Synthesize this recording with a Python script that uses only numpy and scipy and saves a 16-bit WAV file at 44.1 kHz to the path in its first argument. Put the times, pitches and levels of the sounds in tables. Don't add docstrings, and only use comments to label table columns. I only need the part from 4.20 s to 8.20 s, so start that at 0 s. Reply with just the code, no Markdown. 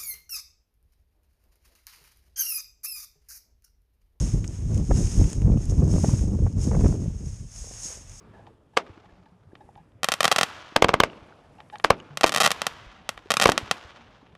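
import sys
import numpy as np
from scipy import signal
from scipy.fft import rfft, irfft, next_fast_len
from scipy.io import wavfile
from scipy.ndimage import map_coordinates

SR = 44100
rng = np.random.default_rng(int(sys.argv[2]) if len(sys.argv) > 2 else 0)


def attenuation_scalar(level_db):
    decades = np.asarray(level_db, float) / 20
    return 10 ** decades


def put_to_file(sound):
    columns = np.atleast_2d(sound).T
    safe = np.clip(columns, -1, 1)
    whole_steps = np.round(safe * 32767)
    wavfile.write(sys.argv[1], SR, whole_steps.astype(np.int16))


N = 176400

# time_s, eddies_level_db, rumble_level_db
GUSTS = [(0.0, -12, -16), (0.02, -30, -19.5), (0.12, -36.5, -31), (0.14, -29, -17), (0.21, -35.5, -29.5),
         (0.36, -45, -35), (0.4, -42.5, -29), (0.53, -31, -17), (0.63, -31.5, -24), (0.66, -37.5, -32.5),
         (0.71, -25, -12), (0.8, -27.5, -30.5), (0.85, -34, -22.5), (0.92, -38.5, -33),
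         (0.99, -27.5, -13.5), (1.07, -26.5, -18), (1.11, -34.5, -49), (1.18, -31.5, -15.5),
         (1.21, -28.5, -27), (1.25, -26, -12.5), (1.29, -23.5, -22), (1.34, -19, -17.5), (1.44, -32.5, -31),
         (1.45, -39, -30), (1.53, -23, -19), (1.55, -29.5, -24.5), (1.63, -18, -11.5), (1.67, -29, -24),
         (1.77, -20.5, -24), (1.83, -29.5, -25), (1.95, -23.5, -31), (1.99, -38, -24.5), (2.03, -27, -18.5),
         (2.15, -29.5, -26), (2.18, -34, -18), (2.26, -26.5, -14.5), (2.32, -35.5, -44),
         (2.34, -36.5, -23.5), (2.47, -26.5, -23.5), (2.48, -24, -18.5), (2.57, -23.5, -25),
         (2.65, -25.5, -14.5), (2.73, -32, -28.5), (2.87, -33.5, -29), (2.88, -38.5, -22.5),
         (3.01, -45.5, -39), (3.07, -44.5, -29.5), (3.19, -56, -41.5), (3.21, -47, -35.5),
         (3.33, -66, -47.5), (3.41, -69, -40), (3.68, -53, -53.5), (3.91, -64, -45.5), (4.0, -59.5, -53)]
# pitch_hz, level_db_per_hz
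RUMBLE_SPECTRUM = [(12, -17.5), (20, -14.5), (38, 8), (59, 3.5), (102, 3.5), (194, -12), (250, -15),
                   (320, -33.5), (550, -120)]
# pitch_hz, level_db_per_hz
EDDY_SPECTRUM = [(60, -27.5), (130, 6), (200, 1), (400, -9.5), (700, -24.5), (1200, -36), (2500, -61.5),
                 (4000, -128)]
# time_s, bright_level_db, dull_level_db
SWEEPS = [(0, -39.5, -53.5), (.12, -45.5, -59.5), (.2, -51, -64), (.3, -52.5, -63.5), (.44, -55, -64.5),
          (.5, -51.5, -63), (.58, -47, -59.5), (.61, -52, -62), (.69, -49.5, -65), (.73, -43.5, -57.5),
          (.77, -38, -53.5), (.9, -41.5, -56.5), (.98, -40, -55), (1.12, -45.5, -57), (1.16, -50, -62.5),
          (1.25, -54, -65.5), (1.38, -56, -67), (1.42, -50, -62.5), (1.48, -52.5, -62.5),
          (1.505, -42.5, -61), (1.53, -52, -64), (1.67, -51, -65), (1.71, -43, -59.5), (1.8, -40, -56),
          (1.88, -39.5, -54.5), (2.02, -45, -60), (2.08, -52, -66.5), (2.15, -56, -68),
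          (2.36, -57.5, -68.5), (2.42, -41, -58), (2.52, -46, -61), (2.6, -47.5, -59), (2.68, -45, -61),
          (2.75, -49.5, -62.5), (2.78, -56, -67), (2.81, -53, -66), (2.9, -59, -68), (3.03, -56, -69),
          (3.08, -50, -66), (3.15, -54, -67.5), (3.29, -53.5, -67), (3.39, -45, -64.5), (3.58, -43.5, -58),
          (3.65, -35.5, -57), (3.72, -41, -55), (3.78, -48, -62), (3.87, -55.5, -64.5), (3.97, -49, -63),
          (4, -49, -67.5)]
# pitch_hz, level_db_per_hz
HOUSING_SPECTRUM = [(2240, -53.5), (3800, -19), (4260, -20), (4780, -13), (5330, -3.5), (5950, -5),
                    (6250, -4), (6480, 4.5), (6700, -1.5), (7270, -8), (9540, -11.5), (10400, -18.5),
                    (11300, -28.5), (13200, -32), (13900, -41), (14100, -87)]
# pitch_hz, level_db_per_hz
DULL_SPECTRUM = [(150, -12), (500, 8.5), (900, 4.5), (1300, 2), (2700, 2), (4200, -6.5), (5500, -22)]
# start_s, level_db, half_width_ms (centre to zero crossing)
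THUMP_EVENTS = [(0.142, -15.5, 1.25), (0.693, -9.5, 1.43), (0.713, -19, 0.92), (0.975, -23.5, 1.2),
                (0.996, -11, 0.96), (1.013, -9.5, 1.1), (1.358, -7, 1.26), (1.627, -16.5, 0.81),
                (1.75, -8.5, 4.6), (1.78, -9, 2.6), (1.836, -4, 1.66), (1.884, -5, 1.54), (1.935, -2, 2.03),
                (2.22, -16.5, 0.79), (2.473, -6.5, 1.3), (2.642, -6, 2.2), (2.654, -5.5, 1.01),
                (2.88, -14.5, 1.48), (3.07, -14.5, 2.24), (3.129, -23, 3.1), (3.208, -21.5, 2.55),
                (3.251, -26.5, 2.1), (3.42, -29, 4.2)]
# start_s, bright_level_db, dull_level_db
SNAP_EVENTS = [(0.2434, -40, -36), (0.2473, -34, -47), (0.2775, -25, -67.5), (0.545, -28, -52),
               (0.577, -25, -44), (0.6753, -44, -54), (0.762, -45, -42), (0.7726, -24, -45),
               (0.8721, -35, -44), (1.0424, -37.5, -40), (1.1013, -21, -47), (1.1304, -17, -39),
               (1.219, -31, -44), (1.32, -47, -44), (1.374, -39, -48), (1.4181, -37, -66),
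               (1.432, -32, -51.5), (1.455, -25, -63), (1.4971, -25, -46), (1.6426, -34, -67),
               (1.6785, -31, -55), (1.9924, -34, -44), (2.009, -30, -49), (2.326, -35, -58),
               (3.3161, -33, -60), (3.3617, -34, -51), (3.8959, -31, -64), (3.9588, -40, -67)]
# start_s, level_db, half_width_ms (centre to zero crossing), flutter_level_db, flutter_length_ms
POP_EVENTS = [(0.515, -44, 0.19, -41, 2.9), (0.71, -8.5, 0.45, -21.5, 3.7), (1.012, -16.5, 0.42, -35, 3.7),
              (1.254, -42, 0.53, -45, 4), (1.273, -35, 0.45, -38, 4.4), (1.34, -17, 0.63, -42, 3.2),
              (1.52, -26, 0.55, -42, 4.7), (1.621, -19.5, 0.45, -37, 4), (1.7, -40, 0.45, -43, 2.8),
              (1.759, -20.5, 0.4, -34, 4.7), (1.782, -19, 0.45, -36, 2.8), (1.836, -21.5, 0.33, -36, 2.8),
              (1.843, -4.5, 0.49, -25, 3.5), (1.891, -21.5, 0.3, -34, 4), (1.935, -29, 0.41, -35.5, 3),
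              (2.188, -20.5, 0.61, -40, 3.5), (2.264, -21, 0.41, -32.5, 4.7),
              (2.478, -29.5, 0.39, -41, 3.5), (2.513, -28, 0.38, -29, 4), (2.529, -37, 0.35, -29.5, 3.6),
              (2.546, -25, 0.32, -28, 4.7), (2.566, -19, 0.42, -45, 3.4), (2.593, -23, 0.45, -38, 4.7),
              (2.608, -23, 0.43, -33, 4), (2.643, -36, 0.64, -25.5, 4), (2.659, -15.5, 0.35, -26.5, 4.7),
              (2.724, -28, 0.27, -37, 2.6), (2.859, -39, 0.38, -44, 3.4), (3.442, -37, 0.39, -45, 2.5),
              (3.471, -35, 0.45, -57, 4), (3.51, -31.5, 0.57, -47, 3.4), (3.702, -35, 0.42, -54, 4.7),
              (3.719, -40, 0.29, -49, 4.7), (3.772, -37, 0.57, -52, 4)]
# pitch_hz, level_db_per_hz
FLUTTER_SPECTRUM = [(200, -35.5), (450, 9), (900, -7), (1600, -14), (2600, -26), (4000, -55)]


def unit(x):
    return x / np.sqrt(np.mean(x ** 2) + 1e-20)


def curves(rows):
    time_s, *columns = np.transpose(rows)
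    clock_s = np.arange(N) / SR
    return [np.interp(clock_s, time_s, column) for column in columns]


def wobble(rate):
    knots = rng.standard_normal(int(N * rate / SR) + 4)
    return map_coordinates(knots, [np.arange(N) * rate / SR])


def coloured(x, spectrum):
    size = 2 * next_fast_len(N // 2 + 4096)
    pitch_hz, level_db = np.transpose(spectrum)
    hz = np.fft.rfftfreq(size, 1 / SR)
    gain = unit(attenuation_scalar(np.interp(np.log(hz + 1), np.log(pitch_hz + 1), level_db)))
    cepstrum = irfft(np.log(gain + 1e-5), size)
    cepstrum[1:size // 2] *= 2
    cepstrum[size // 2 + 1:] = 0
    response = np.exp(rfft(cepstrum))
    return irfft(rfft(x, size) * response, size)[:N]


def impulses(per_s, spread_db):
    when, size, sign = rng.random((3, N))
    present = when < per_s / SR
    height = attenuation_scalar(-spread_db * np.log(size + 0.005))
    return unit(present * height * np.sign(sign - 0.5))


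def wind():
    eddy_db, rumble_db = curves(GUSTS)
    rumble_lumps = attenuation_scalar(0.5 * wobble(12))
    rumble = unit(rumble_lumps * coloured(rng.standard_normal(N), RUMBLE_SPECTRUM))
    eddy_lumps = attenuation_scalar(2.5 * (wobble(25.515) + 0.55 * wobble(90)))
    eddies = unit(eddy_lumps * coloured(impulses(per_s=450, spread_db=2), EDDY_SPECTRUM))
    return attenuation_scalar(rumble_db) * rumble + attenuation_scalar(eddy_db) * eddies


def rustle():
    bright_db, dull_db = curves(SWEEPS)
    tick_share, dull_trim_db = 0.31, 4
    ticks = tick_share ** 0.5 * impulses(per_s=2500, spread_db=3.5)
    hiss = (1 - tick_share) ** 0.5 * rng.standard_normal(N)
    stalks = (ticks + hiss) * attenuation_scalar(wobble(14) + 0.73 * wobble(50))
    bright = coloured(stalks * attenuation_scalar(bright_db), HOUSING_SPECTRUM)
    dull = coloured(stalks * attenuation_scalar(dull_db + dull_trim_db), DULL_SPECTRUM)
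    return bright + dull


def bumps(rows, trim_db, delay_s):
    out, t = np.zeros(N), np.arange(-600, 600) / SR
    for start_s, level_db, half_width_ms, *_ in rows:
        u = t / (half_width_ms / 1000)
        at = round((start_s + delay_s) * SR) - len(t) // 2
        out[at:at + len(t)] += attenuation_scalar(level_db + trim_db) * (1 - u ** 2) * np.exp(-u ** 2 / 2)
    return out


def thumps():
    return bumps(THUMP_EVENTS, trim_db=-4, delay_s=0.0031)


def snaps():
    t60_s, tail_db = 0.009, -5
    bright_trim_db, dull_trim_db = -3, 8.5
    bright, dull, t = np.zeros(N), np.zeros(N), np.arange(400) / SR
    decay = attenuation_scalar(tail_db - 60 * t / t60_s)
    for start_s, bright_db, dull_db in SNAP_EVENTS:
        crack = rng.standard_normal(len(t)) * decay
        crack[0] = 1
        crack = 3 * crack / np.linalg.norm(crack)
        at = round(start_s * SR)
        bright[at:at + len(t)] += attenuation_scalar(bright_db + bright_trim_db) * crack
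        dull[at:at + len(t)] += attenuation_scalar(dull_db + dull_trim_db) * crack
    return coloured(bright, HOUSING_SPECTRUM) + coloured(dull, DULL_SPECTRUM[2:])


def pops():
    clock_ms, flutter_trim_db = np.arange(N) / SR * 1000, -2.5
    burst = np.zeros(N)
    for start_s, _, _, flutter_db, length_ms in POP_EVENTS:
        u = (clock_ms - start_s * 1000) / length_ms - 1
        burst += attenuation_scalar(flutter_db + flutter_trim_db) * np.exp(-u ** 2 / 2)
    flutter = burst * unit(coloured(rng.standard_normal(N), FLUTTER_SPECTRUM))
    return flutter - bumps(POP_EVENTS, trim_db=-4.5, delay_s=0.0021)


def scene():
    return (wind() + rustle() + thumps() + snaps() + pops())[None]


def roll_off(x):
    return signal.sosfilt(signal.butter(12, 14120, fs=SR, output="sos"), x)


def record(dry):
    ceiling = 0.6
    rounded = dry / (1 + np.abs(dry / ceiling) ** 4) ** (1 / 4)
    return roll_off(rounded)


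dry = scene()
out = record(dry)
put_to_file(out)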